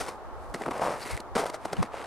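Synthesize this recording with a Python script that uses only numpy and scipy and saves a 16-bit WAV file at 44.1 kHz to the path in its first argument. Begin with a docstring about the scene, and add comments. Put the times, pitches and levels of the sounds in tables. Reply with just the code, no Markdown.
"""Boots walk through cold snow at night, close below a hand-held camera's microphone.
Each boot breaks the crust in gritty crunches (showers of clicks) and ringing snaps, then packs the
snow in dull stick-slip creaks with thuds and damped knocks as pockets collapse.
Between steps it brushes through powder and rasps on ice, as filtered click trains.
Far traffic murmurs and moving air buffets the microphone, with one low knock: all coloured noise."""
import sys
import numpy as np
from scipy import signal
from scipy.fft import rfft, irfft, next_fast_len
from scipy.io import wavfile

SR = 44100
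rng = np.random.default_rng(int(sys.argv[2]) if len(sys.argv) > 2 else 0)


def digitize_waveform(pressure):
    """Quantize a signal to 16-bit integers and store it at the path in sys.argv[1].

    Rows of a 2-D input are taken as channels; values are limited to [-1, 1].
    """
    field = np.atleast_2d(pressure).T
    bounded = np.clip(field, -1, 1)
    quanta = np.round(bounded * 32767).astype(np.int16)
    wavfile.write(sys.argv[1], SR, quanta)


N = 91022
T = np.arange(N) / SR  # time [s]

# crust crushed under a landing or rolling boot:
# (start [s], full [s], release [s], end [s], body level [dB], grit level [dB])
CRUNCHES = [(0, .005, .06, .21, -42, -48.5), (.539, .541, .547, .578, -34.5, -44),
            (1.35, 1.353, 1.367, 1.378, -28, -41), (1.366, 1.38, 1.402, 1.442, -30, -39)]
# short snaps of crust: (peak time [s], width [s], body level [dB], grit level [dB], ring pitch [Hz])
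SNAPS = [(.008, 0.014, -30.5, -35.5, 765), (0.087, 0.01, -34.5, -41, 1112),
         (0.5441, 0.0026, -30, -38, 1890), (.621, 0.0038, -35, -46, 1875),
         (0.6626, 0.003, -33.5, -53, 1340), (.711, 0.0042, -33, -46, 1330), (.781, 0.0027, -40, -45.5, 993),
         (0.7967, .0014, -30, -49, 786), (1.109, 0.0018, -32.5, -53, 2220),
         (1.168, 0.00073, -52, -37.5, 2230), (1.1768, 0.002, -30.5, -39, 2120),
         (1.204, 0.0022, -40, -38, 4200), (1.466, 0.0055, -35, -41.5, 850),
         (1.5003, 0.0028, -30.5, -39, 1030), (1.545, 0.011, -34.5, -43, 640),
         (1.6545, 0.0043, -30.5, -39, 785), (1.732, 0.0039, -27.5, -35, 543),
         (1.7687, 0.0021, -38.5, -47, 3020), (1.829, 0.004, -26, -37, 1080)]
# snow packing under the sole:
# (start [s], full [s], release [s], end [s], body level [dB], grit level [dB])
CREAKS = [(0.599, 0.603, 0.64, .655, -43, -56), (0.655, .66, .67, .68, -33.5, -54),
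          (0.676, .68, .688, .697, -36, -59), (0.706, 0.709, .72, .736, -32.5, -51),
          (0.728, 0.733, 0.786, 0.824, -37, -53), (0.788, 0.818, 0.873, 0.91, -29, -45.5),
          (0.873, .895, 0.925, 1.05, -32.5, -47.5), (1.343, 1.358, 1.398, 1.41, -30.5, -44),
          (1.398, 1.414, 1.445, 1.456, -32, -47), (1.449, 1.456, 1.46, 1.55, -34, -45),
          (1.927, 1.94, 2.03, 2.27, -42.5, -62.5)]
# colour of breaking crust: (frequency [Hz], level [dB])
CRUST_COLOUR = [(40, -33), (110, -13.5), (200, -11.5), (400, 0.5), (800, 0), (1100, -4.5), (1400, -2),
                (1650, -10.5), (2100, -8.5), (2600, -17.5), (4500, -24), (8000, -33.5), (16000, -72)]


def undb(db):
    """Decibels to gain."""
    return 10 ** (np.asarray(db) / 20)


def unit(x):
    """Scale to rms 1."""
    return x / np.sqrt(np.mean(x ** 2))


def colour(x, points):
    """Filter through (Hz, dB) points, with the minimum phase that keeps attacks sharp."""
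    size = 2 * next_fast_len(N)
    hz, db = np.array(points, float).T
    f = np.maximum(np.arange(size // 2 + 1) * SR / size, 1)
    gain = undb(np.interp(np.log(f), np.log(hz), db))
    # folding the cepstrum onto positive time makes the filter causal
    cepstrum = irfft(np.log(gain))
    cepstrum[1:size // 2] *= 2
    cepstrum[size // 2 + 1:] = 0
    response = np.exp(rfft(cepstrum))
    return irfft(rfft(x, size) * response)[:N]


def noise(points):
    """Coloured noise of rms 1."""
    return unit(colour(rng.standard_normal(N), points))


def envelope(start, full, release, end):
    """Swell from start to full, hold, then die away from release to end."""
    up = np.clip((T - start) / max(full - start, 1 / SR), 0, 1)
    down = np.clip((end - T) / max(end - release, 1 / SR), 0, 1)
    return (up * down) ** 2


def snap(peak, width):
    """Exponential build-up to a peak and a slower exponential decay."""
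    age = (T - peak) / width
    rise = 0.75  # build-up time as a share of the width
    return np.exp(-np.maximum(age, -age / rise))


def power_sum(forces):
    """Add forces that act independently, by power."""
    return np.sqrt(sum(force ** 2 for force in forces))


def clicks(per_s, jitter, spread_db, signed=True):
    """Train of clicks with uneven gaps and sizes, rms 1."""
    gap, size, sign = rng.standard_normal((N // 2, 3)).T
    gap = np.exp(jitter * gap - jitter ** 2 / 2)  # mean 1
    at = (np.cumsum(gap) * SR / per_s).astype(int)
    size = undb(spread_db * np.clip(size, -2, 2))
    if signed:
        size = size * np.sign(sign)
    return unit(np.bincount(at[at < N], size[at < N], N))


def excite(train, force, points):
    """Clicks scaled by a force ring a colour; the force sets the rms."""
    return colour(train * force, points) / np.std(colour(train, points))


def ring(train, hz, q):
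    """Clicks through two equal resonances in series, rms 1."""
    b, a = signal.iirpeak(hz, q, fs=SR)
    once = signal.lfilter(b, a, train)
    return unit(signal.lfilter(b, a, once))


def stereo(mid, side):
    """Left and right from middle and difference."""
    return np.array([mid + side, mid - side])


def traffic():
    """Far roads blend into a steady murmur, spread across both channels."""
    # colour of the distant roads: (frequency [Hz], level [dB])
    road_colour = [(30, -18), (90, -11), (170, -14.5), (260, -6), (430, -2.5), (850, 0.5), (1280, -4),
                   (1650, -14.5), (2100, -20.5), (2500, -26), (3500, -31), (8500, -38.5), (12000, -42.5),
                   (16000, -58)]
    # left-right difference against the middle: (frequency [Hz], level [dB])
    road_width = [(100, 2), (350, -9), (700, -13.5), (1400, -9), (3000, 0), (10000, 0)]
    side = colour(noise(road_colour), road_width)
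    return undb(-44) * stereo(noise(road_colour), side)


def wind():
    """Low air buffets and one low knock, mostly opposite in the two channels."""
    # colour of the steady air: (frequency [Hz], level [dB])
    air_colour = [(10, -1), (30, -4.5), (65, 5.5), (130, -4.5), (300, -22), (800, -39.5), (3000, -60.5)]
    # gusts at the microphone, and a low knock at 1.8 s:
    # (peak time [s], half width [s], level [dB], upper edge [Hz])
    swells = [(.018, .012, -37, 60), (.38, 0.096, -42, 69.5), (0.506, 0.012, -32, 72),
              (1.142, 0.018, -32.5, 105), (1.33, 0.027, -44, 78.6), (1.802, 0.013, -24.5, 150)]
    air_db, common_db = -51, -10  # common: middle against difference

    def buffets():
        """Steady air with a bell-shaped swell of low noise for each gust or knock."""
        out = undb(air_db) * noise(air_colour)
        for peak, width, db, hz in swells:
            swell = np.exp(-((T - peak) / width) ** 2 / 2)
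            swell_colour = [(hz / 6, -18), (hz / 2, -1), (hz, 0),
                            (2 * hz, -17), (8 * hz, -48), (40 * hz, -90)]
            out += undb(db) * swell * noise(swell_colour)
        return out

    return stereo(undb(common_db) * buffets(), buffets())


def crust():
    """The frozen surface breaks in short showers of cracks."""
    forces = [undb(db) * envelope(*shape) for *shape, db, _ in CRUNCHES]
    forces += [undb(db) * snap(peak, width) for peak, width, db, *_ in SNAPS]
    cracks = clicks(per_s=1900, jitter=.6, spread_db=4.5)
    return excite(cracks, power_sum(forces), CRUST_COLOUR)


def grit():
    """Fine ice crystals rub wherever the boot packs, crunches or snaps the snow."""
    # colour of rubbing ice crystals: (frequency [Hz], level [dB])
    crystal_colour = [(200, -32), (1200, 0), (2500, -2), (3600, -1), (5200, 1), (6800, -4), (8800, -1),
                      (11000, -8), (13000, -16), (16000, -29.5)]
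    forces = [undb(db) * envelope(*shape) for *shape, _, db in [*CREAKS, *CRUNCHES]]
    forces += [undb(db) * snap(peak, width) for peak, width, _, db, _ in SNAPS]
    crystals = clicks(per_s=6000, jitter=1.0, spread_db=1.5)
    return excite(crystals, power_sum(forces), crystal_colour)


def plates():
    """Each snapping piece of crust rings briefly at its own pitch."""
    ring_db = -2  # against the snap's body
    cracks = clicks(per_s=2500, jitter=.5, spread_db=2)
    out = np.zeros(N)
    for peak, width, db, _, hz in SNAPS:
        out += undb(db + ring_db) * snap(peak, width) * ring(cracks, hz, q=5.1)
    return out


def drag():
    """The swinging boot brushes through loose snow: a hollow swish and a fine hiss of powder."""
    # boot dragging through powder:
    # (start [s], full [s], release [s], end [s], swish level [dB], powder hiss level [dB])
    drags = [(0.298, 0.426, 0.55, 0.55, -80, -67), (0.54, 0.557, 0.62, 1.02, -52.5, -59),
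             (0.9, 1.028, 1.033, 1.077, -42.5, -47.5), (1.048, 1.054, 1.104, 1.172, -40.5, -47),
             (1.109, 1.11, 1.103, 1.2, -42.5, -41), (1.143, 1.137, 1.15, 1.253, -46.5, -52),
             (1.55, 1.632, 1.743, 1.78, -52, -62.5), (1.719, 1.773, 1.85, 1.9, -45, -60.5),
             (1.886, 1.949, 2.15, 2.204, -43.5, -62.5)]
    # colour of the hollow swish: (frequency [Hz], level [dB])
    swish_colour = [(80, -27.5), (400, 0.5), (800, 5), (1300, -2), (1650, 0), (2150, -2), (2900, -7),
                    (3600, -10.5), (4600, -13), (5600, -17), (7000, -18), (9300, -19), (12000, -34),
                    (16000, -48)]
    # colour of the fine powder: (frequency [Hz], level [dB])
    powder_colour = [(300, -21), (1500, 0.5), (3000, -11), (3900, 0), (4700, 0.5), (5500, -4.5),
                     (7000, -4.5), (8600, -1), (10000, -3.5), (12000, -9), (16000, -29)]
    swish_force = sum(undb(db) * envelope(*shape) for *shape, db, _ in drags)
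    hiss_force = power_sum([undb(db) * envelope(*shape) for *shape, _, db in drags])
    swish = excite(clicks(per_s=4000, jitter=.9, spread_db=6.0), swish_force, swish_colour)
    hiss = excite(clicks(per_s=5600, jitter=0.83, spread_db=8.5), hiss_force, powder_colour)
    return swish + hiss


def thuds():
    """The ground takes the weight of the boot with a soft, low bump."""
    # dull thuds underfoot: (peak time [s], width [s], level [dB])
    bumps = [(0.549, 0.0116, -35.5), (.615, 0.019, -39), (0.667, 0.01, -36), (0.684, 0.0049, -32.5),
             (0.713, 0.005, -31), (.77, 0.015, -43.5), (1.059, 0.027, -45.5), (1.203, 0.0039, -36),
             (1.363, 0.0095, -33.5), (1.656, 0.009, -38), (1.734, 0.02, -36), (1.83, 0.016, -35)]
    # colour of the ground: (frequency [Hz], level [dB])
    ground_colour = [(30, -26), (80, -17), (140, -5), (220, -1), (310, -1), (480, -2.5), (900, -38),
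                     (3000, -70)]
    force = sum(undb(db) * snap(*shape) for *shape, db in bumps)
    return excite(clicks(per_s=1500, jitter=0.501, spread_db=1.5), force, ground_colour)


def packing():
    """Snow gives way under the sole in a run of small slips, with crumbs between them."""
    # colour of packed snow: (frequency [Hz], level [dB])
    packed_colour = [(40, -36), (130, -8.5), (280, -9), (430, -2), (720, 1), (1000, -3), (1350, -8),
                     (1700, -12.5), (2200, -15.5), (3100, -24.5), (5000, -40.5), (9000, -41), (16000, -68)]
    slips = clicks(per_s=240, jitter=.4, spread_db=1.5, signed=False)
    crumbs = undb(-0.5) * clicks(per_s=2500, jitter=0.98, spread_db=4)
    load = sum(undb(db) * envelope(*shape) for *shape, db, _ in CREAKS)
    return excite(slips + crumbs, load, packed_colour)


def collapses():
    """Each larger pocket gives a sharp crack and one heavily damped knock."""
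    # single pockets of snow collapsing: (start [s], pitch [Hz], level [dB])
    pockets = [(0.6118, 740, -24.5), (.637, 1870, -26.5), (0.681, 640, -21.5), (.6872, 970, -21),
               (0.6918, 422, -24), (.715, 810, -21), (.796, 707, -23), (0.8185, 715, -14.5),
               (.8247, 780, -22), (0.8301, 865, -17), (0.8374, 945, -19.5), (0.8648, 750, -18),
               (0.8734, 990, -19.5), (0.8829, 544, -19.5), (0.9049, 500, -24), (1.357, 447.6, -13.5),
               (1.3616, 390, -18.5), (1.3667, 740, -14), (1.393, 466, -22), (1.4251, 725, -22.5),
               (1.4307, 635, -23.5), (1.4383, 632, -17.5), (1.4577, 662, -21), (1.6548, 775, -19),
               (1.7298, 467, -28.5), (1.8276, 800, -19.5), (1.942, 729, -24)]
    swell_cycles = 0.43  # cycles until the knock's envelope peaks
    crack_db = -10  # crack against its knock
    knocks, cracks = np.zeros(N), np.zeros(N)
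    for start, hz, db in pockets:
        cycles = np.maximum(T - start, 0) * hz
        age = cycles / swell_cycles
        knocks -= undb(db) * age * np.exp(1 - age) * np.sin(2 * np.pi * cycles)
        cracks[int(start * SR)] -= undb(db)
    one_crack = colour(signal.unit_impulse(N), CRUST_COLOUR)
    cracks = colour(cracks, CRUST_COLOUR) / np.abs(one_crack).max()
    return knocks + undb(crack_db) * cracks


def scrapes():
    """The edge of the boot catches on icy snow and rasps in a narrow band."""
    # boot edge on ice: (start [s], full [s], release [s], end [s], pitch [Hz], level [dB])
    rasps = [(.985, 1.025, 1.036, 1.08, 4560, -47), (1.04, 1.053, 1.133, 1.23, 2090, -47)]
    catches = clicks(per_s=2200, jitter=0.91, spread_db=6)
    out = np.zeros(N)
    for *shape, hz, db in rasps:
        out += undb(db) * envelope(*shape) * ring(catches, hz, q=4.5)
    return out


def place(steps):
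    """The steps lean mostly left; random modulation makes their image flicker, widest in the treble."""
    # how fast the stereo image flickers: (frequency [Hz], level [dB])
    flutter = [(20, 2.5), (120, -0.5), (300, -26), (1500, -48)]
    # left-right difference of the steps: (frequency [Hz], level [dB])
    step_width = [(100, -45), (450, -36), (1300, -18), (3000, -22), (6000, -15), (9000, -7.5), (15000, -15)]
    # balance at the microphone: (frequency [Hz], left minus right [dB])
    balance = [(100, 2.5), (450, -0.5), (800, 1), (1250, 3.5), (2200, -0.72), (5000, 1.22), (9000, .6),
               (13000, 4)]
    side = colour(steps * noise(flutter), step_width)
    left, right = stereo(steps, side)
    # each ear takes half of the balance
    left = colour(left, [(hz, db / 2) for hz, db in balance])
    right = colour(right, [(hz, -db / 2) for hz, db in balance])
    return np.array([left, right])


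def scene():
    """Footsteps close to the microphone, over the night air and far roads."""
    breaking = crust() + grit() + plates()
    sole = thuds() + packing() + collapses()
    swing = drag() + scrapes()
    return place(breaking + sole + swing) + wind() + traffic()


def record(dry):
    """The camera adds a faint steady whine and cuts the top with a steep low-pass."""
    whine_hz, whine_db, top_hz = 11420, -86, 15800
    whine = undb(whine_db) * np.sin(2 * np.pi * whine_hz * T)
    low_pass = signal.ellip(12, .1, 90, top_hz, fs=SR, output="sos")  # ripple, stop depth [dB]
    return signal.sosfilt(low_pass, dry + whine)


dry = scene()
out = record(dry)
digitize_waveform(out)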